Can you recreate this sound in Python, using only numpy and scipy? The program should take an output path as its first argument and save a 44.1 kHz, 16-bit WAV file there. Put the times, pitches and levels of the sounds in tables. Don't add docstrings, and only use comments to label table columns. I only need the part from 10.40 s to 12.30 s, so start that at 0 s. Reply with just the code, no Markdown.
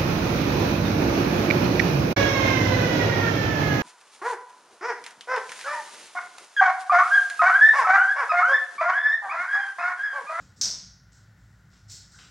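import sys
import numpy as np
from scipy import signal
from scipy.fft import rfft, irfft, next_fast_len
from scipy.io import wavfile

SR = 44100
rng = np.random.default_rng(int(sys.argv[2]) if len(sys.argv) > 2 else 0)


def dump(signal):
    limited = np.clip(np.atleast_2d(signal).T, -1, 1)
    pcm = np.round(limited * 32767).astype(np.int16)
    wavfile.write(sys.argv[1], SR, pcm)


N = 83790
T = np.arange(N) / SR


def from_db(db):
    return 10 ** (np.asarray(db) / 20)


def rms_one(x):
    return x / np.sqrt(np.mean(x ** 2) + 1e-20)


def at_hz(points, hz):
    knots_hz, values = np.transpose(points)
    return np.interp(np.log(np.maximum(hz, 1)), np.log(knots_hz), values)


def colour(x, spectrum, tilt_db_per_oct=0):
    size = 2 * next_fast_len(N)
    hz = np.arange(size // 2 + 1) * SR / size
    octaves = np.log2(np.clip(hz, 200, 7500) / 5000)
    gain = from_db(at_hz(spectrum, hz) + tilt_db_per_oct * octaves)
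    cepstrum = irfft(np.log(gain))
    cepstrum[1:size // 2] *= 2
    cepstrum[size // 2 + 1:] = 0
    return irfft(rfft(x, size) * np.exp(rfft(cepstrum)))[:N]


def coloured_noise(spectrum):
    return rms_one(colour(rng.standard_normal(N), spectrum))


def resonance(hz, width_hz):
    radius = np.exp(-np.pi * width_hz / SR)
    return [1, -2 * radius * np.cos(2 * np.pi * hz / SR), radius * radius]


def ringing_noise(hz, width_hz):
    section = [1, 0, -1] + resonance(hz, width_hz)
    return rms_one(signal.sosfilt([section, section], rng.standard_normal(2 * N))[N:])


def stroke(start_s, swell_s, fade_s):
    swell = np.clip((T - start_s) / swell_s, 0, 1)
    return swell * np.exp(-np.maximum(T - start_s - swell_s, 0) / fade_s)


def friction(strokes, spectrum, slips_per_s=5000, spread_db=4.5):
    out = 0
    for start_s, swell_s, fade_s, db, tilt_db_per_oct in strokes:
        sizes = from_db(spread_db * np.minimum(rng.exponential(1, N), 4))
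        signs = rng.choice([-1, 1], N)
        slips = sizes * signs * (rng.random(N) < slips_per_s / SR)
        rub = rms_one(colour(slips, spectrum, tilt_db_per_oct))
        out = out + from_db(db) * stroke(start_s, swell_s, fade_s) * rub
    return out


def in_room(x, repeats, tail_db, build_s=0.016, scatter_db=1.5):
    # frequency in Hz, T60 in seconds.
    room_t60 = [(200, 0.71), (1000, 0.42), (3000, 0.61), (5500, 0.54), (8000, 0.44), (11000, 0.33),
                (16000, .32)]
    noise = rng.standard_normal(N)
    roughness = from_db(scatter_db * np.repeat(rng.standard_normal(N), 40)[:N])
    scatter = rfft(noise * roughness, 2 * N)
    hz = np.arange(N + 1) / 2 * SR / N
    centres_hz = np.geomspace(200, 16000, 14)
    tail = 0
    for centre_hz, weights in zip(centres_hz, np.eye(len(centres_hz))):
        band = irfft(scatter * np.interp(hz, centres_hz, weights))[:N]
        tail = tail + band * np.exp(-np.log(1000) * T / at_hz(room_t60, centre_hz))
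    tail = tail * (1 - np.exp(-T / build_s))
    response = from_db(tail_db) * tail / np.sqrt(np.sum(tail ** 2))
    response[0] += 1
    for delay_s, db in repeats:
        response[int(delay_s * SR)] += from_db(db)
    return signal.fftconvolve(x, response / np.sqrt(np.sum(response ** 2)))[:N]


def microphone_hiss():
    # frequency in Hz, relative density in dB.
    hiss_spectrum = [(100, -24), (260, -6), (500, -7), (900, -5.5), (3000, -9), (6000, -7.5), (10000, -3.5),
                     (16000, -12)]
    return from_db(-79) * np.array([coloured_noise(hiss_spectrum) for _ in range(2)])


def background():
    # frequency in Hz, relative density in dB.
    air_spectrum = [(20, -36.5), (45, -2), (90, 1.5), (190, -1.5), (260, -11.5), (450, -20.5), (700, -17.5),
                    (1150, -19.5), (1450, -15), (1950, -14), (2400, -27.5), (3000, -26.5), (4200, -27),
                    (7500, -31), (9500, -57.5), (16000, -36)]
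    # frequency in Hz, width in Hz, level in dB.
    hums = [(56.8, 8.6, -63), (103.5, 9, -61), (131, 18, -67), (179.4, 23, -68.5)]
    # time in seconds, gain in dB.
    air_level = [(0, -2), (.15, 0), (.45, -0.5), (.6, -3), (.8, 0.5), (1.15, -1), (1.45, -1.5), (1.9, 1.5)]
    air = from_db(-59.5) * coloured_noise(air_spectrum)
    rumble = sum(from_db(db) * ringing_noise(hz, width_hz) for hz, width_hz, db in hums)
    whirr = from_db(-69.5) * ringing_noise(hz=1436, width_hz=170)
    drift = from_db(np.interp(T, *np.transpose(air_level)))
    return rumble + drift * (air + whirr)


def floor_thuds():
    # start, swell and fade in seconds, level in dB, resonance in Hz.
    thuds = [(.03, .04, 0.12, -54, 99), (.23, 0.07, 0.12, -55, 187), (1.0, 0.062, 0.09, -52, 111),
             (1.225, 0.044, 0.031, -50, 127), (1.44, 0.025, 0.11, -55, 102)]
    return sum(from_db(db) * stroke(start_s, swell_s, fade_s) * ringing_noise(hz, width_hz=25.5)
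               for start_s, swell_s, fade_s, db, hz in thuds)


def feet():
    # start, swell and fade in seconds, level in dB, tilt in dB per octave.
    scuffs = [(-.02, 0.023, 0.013, -50, -4.5), (1.322, 0.01, 0.042, -64.5, -0.5),
              (1.785, 0.0043, 0.027, -47, 3)]
    # frequency in Hz, relative level in dB.
    sole_spectrum = [(200, -0.5), (500, -7), (900, -5.5), (1400, 3.5), (2200, -2), (3800, -4),
                     (6000, -16.5), (10000, -33.5), (16000, -42.5)]
    pivot = ringing_noise(hz=1460, width_hz=300) * stroke(start_s=1.718, swell_s=0.032, fade_s=0.028)
    return friction(scuffs, sole_spectrum) + from_db(-52.5) * pivot


def cloth_rustle():
    # start, swell and fade in seconds, level in dB, tilt in dB per octave.
    rustles = [(-.03, 0.034, 0.033, -57.5, -1), (.158, 0.021, .03, -53.5, 4),
               (.717, 0.0055, .035, -57, -1.5), (.965, .015, 0.34, -75, 4), (1.29, 0.043, 0.048, -61, -5),
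               (1.478, 0.038, 0.03, -40.5, -1), (1.712, 0.0041, 0.14, -53.5, 2)]
    # frequency in Hz, relative level in dB.
    cloth_spectrum = [(300, -23), (1000, -33.5), (2000, -21), (2800, -19.5), (4000, -7), (5400, -0.5),
                      (6600, -5), (7500, -1.5), (8700, -13.5), (9800, -32.5), (12000, -30), (16000, -30)]
    return friction(rustles, cloth_spectrum)


def sleeve():
    # start, swell and fade in seconds, level in dB, tilt in dB per octave.
    crackles = [(.212, 0.0067, .011, -36, 2), (1.5, 0.02, 0.012, -55, 19)]
    # frequency in Hz, relative level in dB.
    crackle_spectrum = [(200, -2.5), (900, -7.5), (1500, 8), (2700, 1.5), (4000, 7), (5500, -8),
                        (7800, -0.5), (10000, -8.5), (11500, -3), (16000, -9)]
    flap_spectrum = [(100, -10.5), (200, -0.5), (400, 5), (620, 17), (1100, 15), (2500, 10.5),
                     (6000, -35.5)]
    puff = ringing_noise(hz=245, width_hz=200) * stroke(start_s=0.168, swell_s=0.043, fade_s=0.0342)
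    flap = coloured_noise(flap_spectrum) * stroke(start_s=0.2223, swell_s=0.021, fade_s=0.049)
    return from_db(-55.5) * puff + friction(crackles, crackle_spectrum) + from_db(-48) * flap


def crack_pulse(start_s=0.2124, gain_db=1.0):
    # frequency in Hz, relative level in dB.
    crack_spectrum = [(200, -45.5), (900, -45), (1500, -36), (2700, -32.5), (4100, -15), (5450, -2.5),
                      (6400, -6), (7250, -16.5), (7800, -16.5), (8800, -24.5), (9800, -45), (11500, -49.5),
                      (16000, -51)]
    click = np.zeros(N)
    click[int(start_s * SR)] = 1
    pulse = colour(click, crack_spectrum)
    pulse /= np.abs(pulse).max()
    poles = resonance(hz=5835, width_hz=1000)
    return from_db(gain_db) * signal.lfilter(poles[::-1], poles, pulse)


def scene():
    # delay in seconds, gain in dB.
    repeats = [(.0012, -7), (.0026, 1.5), (.0041, 0), (.0084, 1.5), (.0133, -7), (0.0255, -7.5),
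               (0.026, -11), (0.0295, -6), (0.035, -8), (0.044, -4.5), (.0455, -5.5), (.0900, -9)]
    # frequency in Hz, gain of a second room signal into the side in dB.
    width = [(200, -50), (500, -45), (1000, -37), (1350, -24), (2100, -9.5), (2700, -45), (5500, -45),
             (9000, -35.5), (14000, -32.5)]
    # frequency in Hz, gain of the mid into the side in dB.
    lean = [(900, -51), (1400, -26.5), (1900, -5.5), (2800, -49)]
    crack = crack_pulse()
    body = [sleeve() + feet(), cloth_rustle()]
    mid = in_room(crack, repeats, tail_db=10)
    mid += sum(in_room(x, repeats=[], tail_db=1.5) for x in body)
    mid += background()
    second_room = in_room(crack + sum(body), repeats, tail_db=10) + background()
    lean_gain = from_db(at_hz(lean, np.arange(N // 2 + 1) * SR / N))
    side = colour(second_room, width) + irfft(rfft(mid) * lean_gain, N)
    return np.array([mid + side, mid - side]) + microphone_hiss() + floor_thuds()


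def record(dry, cutoff_hz=16000):
    return signal.sosfilt(signal.ellip(10, .2, 70, cutoff_hz, fs=SR, output="sos"), dry)


dry = scene()
out = record(dry)
dump(out)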